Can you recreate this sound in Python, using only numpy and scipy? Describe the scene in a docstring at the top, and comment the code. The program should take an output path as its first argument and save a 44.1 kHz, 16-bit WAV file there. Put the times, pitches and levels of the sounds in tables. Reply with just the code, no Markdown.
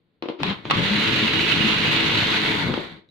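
"""A food processor on a kitchen table, heard from just above the bowl over a faint room tone.
The lid knocks on as damped ringing modes, then slides and groans by stick-slip as it is twisted.
The motor kicks once, latch and coupling snap in as noise bursts, and it catches again and runs: grain noise
rasps and rings the plastic, sines hum, and food tumbles and patters as random impacts.
With the power cut it coasts down with a gear whine; the lid is bumped loose and a blade tinks."""
import sys
import numpy as np
from scipy import signal
from scipy.fft import rfft, irfft
from scipy.io import wavfile
from scipy.ndimage import uniform_filter1d

SR = 44100
rng = np.random.default_rng(int(sys.argv[2]) if len(sys.argv) > 2 else 0)


def digitize_waveform(pressure):
    """Quantize a signal to 16-bit integers and store it at the path in sys.argv[1].

    Rows of a 2-D input are taken as channels; values are limited to [-1, 1].
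    """
    field = np.atleast_2d(pressure).T
    bounded = np.clip(field, -1, 1)
    quanta = np.round(bounded * 32767).astype(np.int16)
    wavfile.write(sys.argv[1], SR, quanta)


N = 136710  # samples

# Faint background spectrum: f/Hz, level/dB
QUIET_SPECTRUM = [(30, -6), (120, -1), (400, -11), (4300, -19), (5500, -43)]
# Spectrum of the wall reflections: f/Hz, level/dB
WALL_SPECTRUM = [(150, -12.0), (700, 0.0), (4000, -4.0), (9000, -11.5)]
QUIET_DB, ROOM_DB, ROOM_T60_S = -75, -10.02, .3

# Lid bumps on the bowl: t/s, thud level/dB, tick level before CONTACT_DB/dB, factor on the ring time
LID_KNOCKS = [(0.2236, -22.5, -8.5, 0.84), (.236, -22, -23, 0.88), (.257, -21.5, -20, 0.73),
              (0.2864, -20.5, -8, 1.6), (.299, -16, -20, 0.65), (.403, -21.5, -18, 0.33),
              (0.653, -18, -10.5, 0.11), (2.697, -19, -31, .25), (2.739, -17.5, -3, 0.45),
              (2.776, -12.5, -28, 0.3)]
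# Lid modes: f/Hz, level/dB, t60 before the knock's factor/s
LID_MODES = [(211, -24.5, 0.17), (360.6, 3, 0.089), (368, -5, 0.1), (480, -5.5, 0.038),
             (1020, -19.5, 0.047)]
# Latch and blade coupling snapping in: t/s, level before CONTACT_DB/dB, t60/s
LATCH_SNAPS = [(0.4327, 7, 0.013), (.6995, -3.5, 0.035), (0.7095, 7.5, 0.033), (0.715, 1.5, 0.027)]
# Hard plastic contact spectrum: f/Hz, level/dB
CONTACT_SPECTRUM = [(100, -13.5), (700, -3.5), (1100, 4.5), (1700, -4.5), (2700, 0), (4200, -5.5),
                    (5500, -21.5), (8000, -46.5), (15000, -45)]
# Stick-slip groans of lid on rim: start t/s, end t/s, start f/Hz, end f/Hz, level/dB
LID_GROANS = [(0.384, 0.436, 310, 260, -29.5), (0.458, 0.544, 214.3, 188.2, -22.5)]
# Rim sliding in its groove: start t/s, end t/s, level/dB
RIM_SLIDES = [(0.4, 0.45, -46.5), (0.647, 0.685, -43.5)]
# Steel blade touched as the lid comes away: t/s, f/Hz, level/dB, t60/s
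BLADE_TINK = (3.089, 3903, -52, .07)
LID_LOW_HZ, LID_HIGH_HZ = 163, 1480  # band of the thuds
TICK_T60_S, RATTLE_T60_S = 0.018, 0.2
RATTLE_DB = -13.5  # relative to the tick
SCRAPE_DB = 6  # relative to the groan tone
CONTACT_DB, LID_LEAN_DB = -7.5, 4.7  # trim of ticks and snaps; left minus right of thuds and groans

# Blade speed: t/s, rate/(blade passes per s)
BLADE_SPEED = [(.39, 1.43), (.44, 47), (.5, 52), (.55, 27), (.625, 13), (.7, 33.3), (.77, 85), (.93, 101),
               (1.12, 106.7), (2.36, 107.2), (2.52, 110), (2.68, 77.4), (2.82, 50.3), (2.94, 21.2),
               (3.03, 2.6)]
FULL_HZ = 107  # blade passes per s taken as full speed
HUM_JITTER = .024  # typical fractional wander of the pass rate

# Weight of food on the blades: t/s, level relative to TUMBLE_DB/dB
FOOD_LOAD = [(.4, 19), (.52, 5.5), (.6, 5), (.68, 13.5), (.93, 0.5), (2.33, 0.5), (2.41, -4), (2.52, 4.5),
             (2.61, -2.5), (2.68, 10.5), (2.87, 1.5), (3.08, 19)]
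# Tumbling food spectrum: f/Hz, level/dB
TUMBLE_SPECTRUM = [(50, -17.5), (100, -3.5), (165, 1.5), (230, -2), (330, -4), (480, -8.5), (750, -24.5),
                   (5000, -89.5)]
# Pattering food spectrum: f/Hz, level/dB
PATTER_SPECTRUM = [(600, -25.5), (2200, 4), (4100, 2.5), (5200, -12), (8000, -29), (15000, -33.5)]
TUMBLE_DB, PATTER_DB = -30, -34  # before load and speed act
TUMBLE_LAW, PATTER_LAW = 1.6, 6.9  # amplitude goes as speed to this power
BASS_LEAN_DB, BASS_LIKENESS = 4.5, 0.99  # left minus right; channel correlation
PIECES_PER_S, PIECE_DB, PIECE_T60_S = 220, -35.5, .011  # hit rate at full speed
PIECE_LOW_HZ, PIECE_HIGH_HZ = 1400, 4200

# Blade hum at 1, 2, 3 and 4 times the pass rate, before swell and speed: level/dB
HUM_LEVELS = [-44.5, -34, -36.5, -45.5]
# Swell of the second hum tone as the blades bite: t/s, level/dB
BITE_SWELL = [(.45, 0), (.62, -17), (.8, 15.5), (.85, 5), (.935, 13.5), (1.0, 4.5), (1.4, -3.5), (1.72, 2),
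              (1.95, -3.5), (2.6, -3), (2.67, 8), (2.76, -2)]
HUM_LAW, HUM_FLUTTER_DB = 2.94, 3.5

MESH_ORDER = 16  # gear teeth per blade pass
MESH_HZ, MESH_WIDTH_HZ, MESH_DB = 1150, 260, -41  # resonance that the falling mesh tone crosses

# Motor under power, and at .699 a short bright clack as the coupling slams in:
# start t/s, end t/s, level relative to MOTOR_DB/dB
RASP_BURSTS = [(.436, .515, -3), (.699, .705, 1), (.735, 2.39, 0)]
# Motor rasp spectrum: f/Hz, level/dB
MOTOR_SPECTRUM = [(650, -25), (950, -12), (1600, -7), (3100, -3), (4150, -6.5), (4700, -19.5),
                  (7100, -27.5), (8000, -43), (15000, -54)]
# Gear chatter spectrum: f/Hz, level/dB
GEAR_SPECTRUM = [(700, -31), (1000, -8), (2000, -3.5), (2600, -9), (3600, -3.5), (4450, -7.5), (5200, -25),
                 (7000, -27.5), (8500, -38.5), (15000, -46.5)]
# Lean of the motor and gear noise: f/Hz, left minus right level/dB
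MACHINE_LEAN = [(500, 6.5), (950, 3.5), (2200, 2.5), (4000, -8), (5000, -2), (7000, 4), (14000, 19)]
# Plastic housing resonances: f/Hz, width/Hz, level/dB, left minus right level/dB
HOUSING_MODES = [(950, 120, -5, 4), (1094, 65, -10, 4), (1480, 100, -5, 2), (1795, 50, -9, 4),
                 (2005, 90, 0, 0), (2195, 80, -1, 2), (3480, 220, -3, -2)]
# Housing ring at full speed; slack gears knock harder once the power is cut: t/s, level/dB
HOUSING_SWELL = [(.75, -27.5), (1.2, -33), (2.36, -29.5), (2.41, -39), (2.45, -28), (2.8, -28),
                 (3.0, -27.5)]
# Motor casing resonances that sing near full speed: f/Hz, width/Hz, level/dB, left minus right level/dB
CASING_MODES = [(2618, 65, -2, -7), (2848, 70, 1, -9), (3712, 45, -8, -6)]
# Casing ring at full speed: t/s, level/dB
CASING_SWELL = [(.85, -27.5), (1.2, -27.5), (1.5, -26), (1.8, -26.5), (2.45, -33.5)]
RASP_ATTACK_S, RASP_RELEASE_S = .003, .009  # linear rise; exponential fall time constant
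MOTOR_DB, GEAR_DB = -27.5, -28.5  # before the rasp envelope and speed act
GEAR_LAW, HOUSING_LAW, CASING_LAW = 1.57, 1.71, 4
THROB_DB, FLUTTER_DB = 0.66, 1.3  # swing once every two blade passes; irregular flutter
TREBLE_LIKENESS = 0.19
DULL_HZ, HISS_LAW = 4800, 0.87  # above this pitch the hiss goes as speed to this power

PEAK_LIMIT, TOP_HZ = .6, 15250


def undb(db):
    """Decibels to gain."""
    return 10 ** (np.asarray(db) / 20)


def unit(x):
    """Scale to rms 1."""
    return x / np.sqrt(np.mean(x ** 2) + 1e-18)


def clock():
    """Time of every sample in seconds."""
    return np.arange(N) / SR


def curve(rows):
    """Join (t, value) points by straight lines."""
    return np.interp(clock(), *np.array(rows).T)


def walk(rate):
    """Smoothed random wander with rms near 1, from this many new values per second."""
    hold = int(SR / rate)
    steps = np.repeat(rng.standard_normal(N // hold + 1), hold)
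    return unit(uniform_filter1d(steps, hold)[:N])


def pan(lean_db):
    """Left and right gains that differ by lean_db."""
    return undb(np.array([[lean_db], [-lean_db]]) / 2)


def ring(x, response):
    """Pass a sound through an impulse response."""
    return signal.fftconvolve(np.atleast_2d(x), np.atleast_2d(response), axes=1)[:, :N]


def colour(x, points, size=4096):
    """Shape a sound with a causal minimum-phase filter through (Hz, dB) points."""
    hz, db = np.array(points).T
    grid = np.maximum(np.fft.rfftfreq(size, 1 / SR), 1)
    gain = undb(np.interp(np.log(grid), np.log(hz), db))
    cepstrum = irfft(np.log(gain))
    # fold the cepstrum forward in time to make the filter causal
    cepstrum[1:size // 2] *= 2
    cepstrum[size // 2 + 1:] = 0
    return ring(x, irfft(np.exp(rfft(cepstrum))))


def pair(two, likeness):
    """Blend two unrelated sounds into channels with this correlation."""
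    c = np.clip(likeness, -1, 1)
    middle = np.sqrt(1 + c) * two[0]
    sides = np.sqrt(1 - c) * two[1] * np.array([[1], [-1]])
    return (middle + sides) / np.sqrt(2)


def stereo_noise(likeness):
    """White noise with this correlation between the channels."""
    return pair(rng.standard_normal((2, N)), likeness)


def grains(rate, spread_db, likeness):
    """Tiny impacts at random times, with random sign and uneven size, in stereo."""
    hit = rng.random((2, N)) < rate / SR
    size = undb(spread_db * np.minimum(rng.standard_normal((2, N)), 2))
    sign = rng.choice([-1, 1], (2, N))
    return pair(hit * size * sign, likeness)


def fade(start, t60):
    """Sudden start and exponential decay by 60 dB in t60 seconds."""
    age = clock() - start
    return (age >= 0) * np.exp(-np.log(1000) * np.maximum(age, 0) / t60)


def resonate(x, rows):
    """Excite a table of damped resonances, each leaning its own way."""
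    t = clock()[:SR // 8]
    total = 0
    for hz, width, db, lean in rows:
        response = np.exp(-np.pi * width * t) * np.sin(2 * np.pi * hz * t)
        total = total + undb(db) * pan(lean) * unit(ring(x, response))
    return unit(total)


def background():
    """Steady faint noise of the kitchen."""
    return undb(QUIET_DB) * unit(colour(stereo_noise(0.24), QUIET_SPECTRUM))


def room(near):
    """Walls return a dense, decaying wash of reflections, modelled as fading noise."""
    walls = colour(rng.standard_normal((2, N)) * fade(.005, ROOM_T60_S), WALL_SPECTRUM)
    return undb(ROOM_DB) * ring(near, unit(walls) / np.sqrt(N))


def tink(start, hz, db, t60):
    """One light touch on steel rings a single damped mode."""
    return undb(db) * fade(start, t60) * np.sin(2 * np.pi * hz * (clock() - start))


def slide(start, end, db):
    """Gritty rubbing of the rim, made of random small impacts."""
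    t = clock()
    return undb(db) * (t > start) * (t < end) * unit(colour(grains(2500, 2, .5), MOTOR_SPECTRUM))


def groan(start, end, from_hz, to_hz, db):
    """Plastic slips on plastic at a sagging, unsteady rate; each slip scrapes."""
    part = np.clip((clock() - start) / (end - start), 0, 1)
    rate = (from_hz + (to_hz - from_hz) * part) * (1 + walk(250) / 10)
    slips = np.cumsum(rate) / SR
    slip_decay = np.exp(-(slips % 1) / .5)
    scrape = colour(slip_decay * stereo_noise(.4), CONTACT_SPECTRUM)
    swell = np.sin(np.pi * part)
    return undb(db) * swell * (np.sin(2 * np.pi * slips) + undb(SCRAPE_DB) * scrape)


def crack(start, t60):
    """A decaying noise burst of hard plastic contact."""
    return fade(start, t60) * stereo_noise(0.16)


def thud(start, ring_factor):
    """One blow rings the lid's modes, neighbours in opposite directions."""
    total = 0
    for k, (hz, db, t60) in enumerate(LID_MODES):
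        mode = fade(start, t60 * ring_factor) * np.sin(2 * np.pi * hz * (clock() - start))
        total = total + (-1) ** k * undb(db) * mode
    return total


def lid():
    """The lid thuds, ticks and rattles, slides and groans on the rim; latch and coupling snap in."""
    thuds = sum(undb(db) * thud(start, factor) for start, db, _, factor in LID_KNOCKS)
    band = signal.butter(3, [LID_LOW_HZ, LID_HIGH_HZ], "band", fs=SR, output="sos")
    thuds = signal.sosfilt(band, thuds)
    ticks = 0
    for start, _, db, _ in LID_KNOCKS:
        rattle = undb(RATTLE_DB) * crack(start, RATTLE_T60_S)
        ticks = ticks + undb(db) * (crack(start, TICK_T60_S) + rattle)
    snaps = sum(undb(db) * crack(start, t60) for start, db, t60 in LATCH_SNAPS)
    contact = undb(CONTACT_DB) * colour(ticks + snaps, CONTACT_SPECTRUM)
    groans = sum(groan(*row) for row in LID_GROANS)
    slides = sum(slide(*row) for row in RIM_SLIDES)
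    return pan(LID_LEAN_DB) * (thuds + groans) + contact + slides + tink(*BLADE_TINK)


def pieces(speed):
    """Single hard pieces are flung at the wall, each with its own pitch, strength and side."""
    out, age = np.zeros((2, N + SR)), clock()[:SR // 20]
    decay = np.exp(-np.log(1000) * age / PIECE_T60_S)
    for when, keep, pitch, size, side in rng.random((int(PIECES_PER_S * N / SR), 5)):
        i = int(when * N)
        hz = PIECE_LOW_HZ * (PIECE_HIGH_HZ / PIECE_LOW_HZ) ** pitch
        click = decay * (np.sin(2 * np.pi * hz * age) + rng.standard_normal(len(age)))
        # a slower bowl throws fewer and softer pieces
        strength = (keep < speed[i]) * speed[i] ** 2 * undb(10 * size)
        out[:, i:i + len(age)] += strength * pan(10 * (side - .5)) * click
    return undb(PIECE_DB) * unit(colour(out[:, :N], MOTOR_SPECTRUM))


def food(speed):
    """Chopped food thumps round the bowl as low impacts and patters on its wall as brighter ones."""
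    tumble = unit(colour(grains(900, 1.9, BASS_LIKENESS), TUMBLE_SPECTRUM))
    tumble = undb(TUMBLE_DB + curve(FOOD_LOAD)) * tumble * speed ** TUMBLE_LAW
    patter = undb(PATTER_DB) * unit(colour(grains(200 * speed, 2.1, 0.3), PATTER_SPECTRUM))
    return pan(BASS_LEAN_DB) * tumble + patter * speed ** PATTER_LAW


def blades(speed, passes):
    """Blades ploughing the food hum unevenly at multiples of their pass rate."""
    tones = []
    for k, db in enumerate(HUM_LEVELS, 1):
        flutter = undb(HUM_FLUTTER_DB * walk(30))
        tones.append(undb(db) * unit(flutter * np.sin(2 * np.pi * k * passes)))
    hum = tones[0] + undb(curve(BITE_SWELL)) * tones[1] + sum(tones[2:])
    return pan(BASS_LEAN_DB) * hum * speed ** HUM_LAW


def whine(hz, passes):
    """With the power cut, the gear mesh sings downward through a resonance."""
    resonance = np.exp(-((MESH_ORDER * hz - MESH_HZ) / MESH_WIDTH_HZ) ** 2)
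    unpowered = clock() > RASP_BURSTS[-1][1]
    tone = unit(np.sin(2 * np.pi * MESH_ORDER * passes + 2 * walk(300)))
    return undb(MESH_DB) * resonance * unpowered * tone


def dull(x, speed):
    """The top of the hiss grows with speed."""
    low = signal.sosfiltfilt(signal.butter(10, DULL_HZ, fs=SR, output="sos"), x)
    return low + (x - low) * speed ** HISS_LAW


def rasp_envelope():
    """Level of the motor runs and the coupling clack: quick rise at each row's start, then a fall."""
    t, level = clock(), 0
    for start, end, db in RASP_BURSTS:
        rise = np.clip((t - start) / RASP_ATTACK_S, 0, 1)
        level = level + undb(db) * rise * np.exp(-np.maximum(t - end, 0) / RASP_RELEASE_S)
    return level


def drive(speed, passes):
    """Brushes rasp, the coupling clacks; gear teeth chatter with speed, throb and ring housing and casing."""
    throb = undb(THROB_DB * np.sin(np.pi * passes) + FLUTTER_DB * walk(70))
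    motor = unit(colour(throb * grains(4000, 6.2, TREBLE_LIKENESS), MOTOR_SPECTRUM))
    motor = undb(MOTOR_DB) * rasp_envelope() * motor
    gears = unit(colour(throb * grains(3500, 1.5, TREBLE_LIKENESS), GEAR_SPECTRUM))
    gears = undb(GEAR_DB) * speed ** GEAR_LAW * gears
    left, right = dull(motor + gears, speed)
    left = colour(left, [(f, db / 2) for f, db in MACHINE_LEAN])
    right = colour(right, [(f, -db / 2) for f, db in MACHINE_LEAN])
    rasp = np.vstack([left, right])
    housing = resonate(throb * grains(3000, 1.94, 0.17), HOUSING_MODES)
    housing = undb(curve(HOUSING_SWELL)) * speed ** HOUSING_LAW * housing
    casing = resonate(throb * grains(3000, 3, 0.099), CASING_MODES)
    casing = undb(curve(CASING_SWELL) + walk(20)) * speed ** CASING_LAW * casing
    return rasp + housing + casing


def scene():
    """Lid, food and machine in a small kitchen with a faint background."""
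    hz = np.maximum(curve(BLADE_SPEED), 0)
    speed = hz / FULL_HZ
    passes = np.cumsum(hz * (1 + HUM_JITTER * walk(45))) / SR  # running count of blade passes
    near = lid() + pieces(speed) + food(speed) + blades(speed, passes)
    near = near + whine(hz, passes) + drive(speed, passes)
    return background() + room(near) + near


def record(dry):
    """Round the loudest peaks softly, then cut the top steeply."""
    soft = dry / (1 + (dry / PEAK_LIMIT) ** 6) ** (1 / 6)
    return signal.sosfilt(signal.ellip(10, .2, 80, TOP_HZ, fs=SR, output="sos"), soft)


dry = scene()
out = record(dry)
digitize_waveform(out)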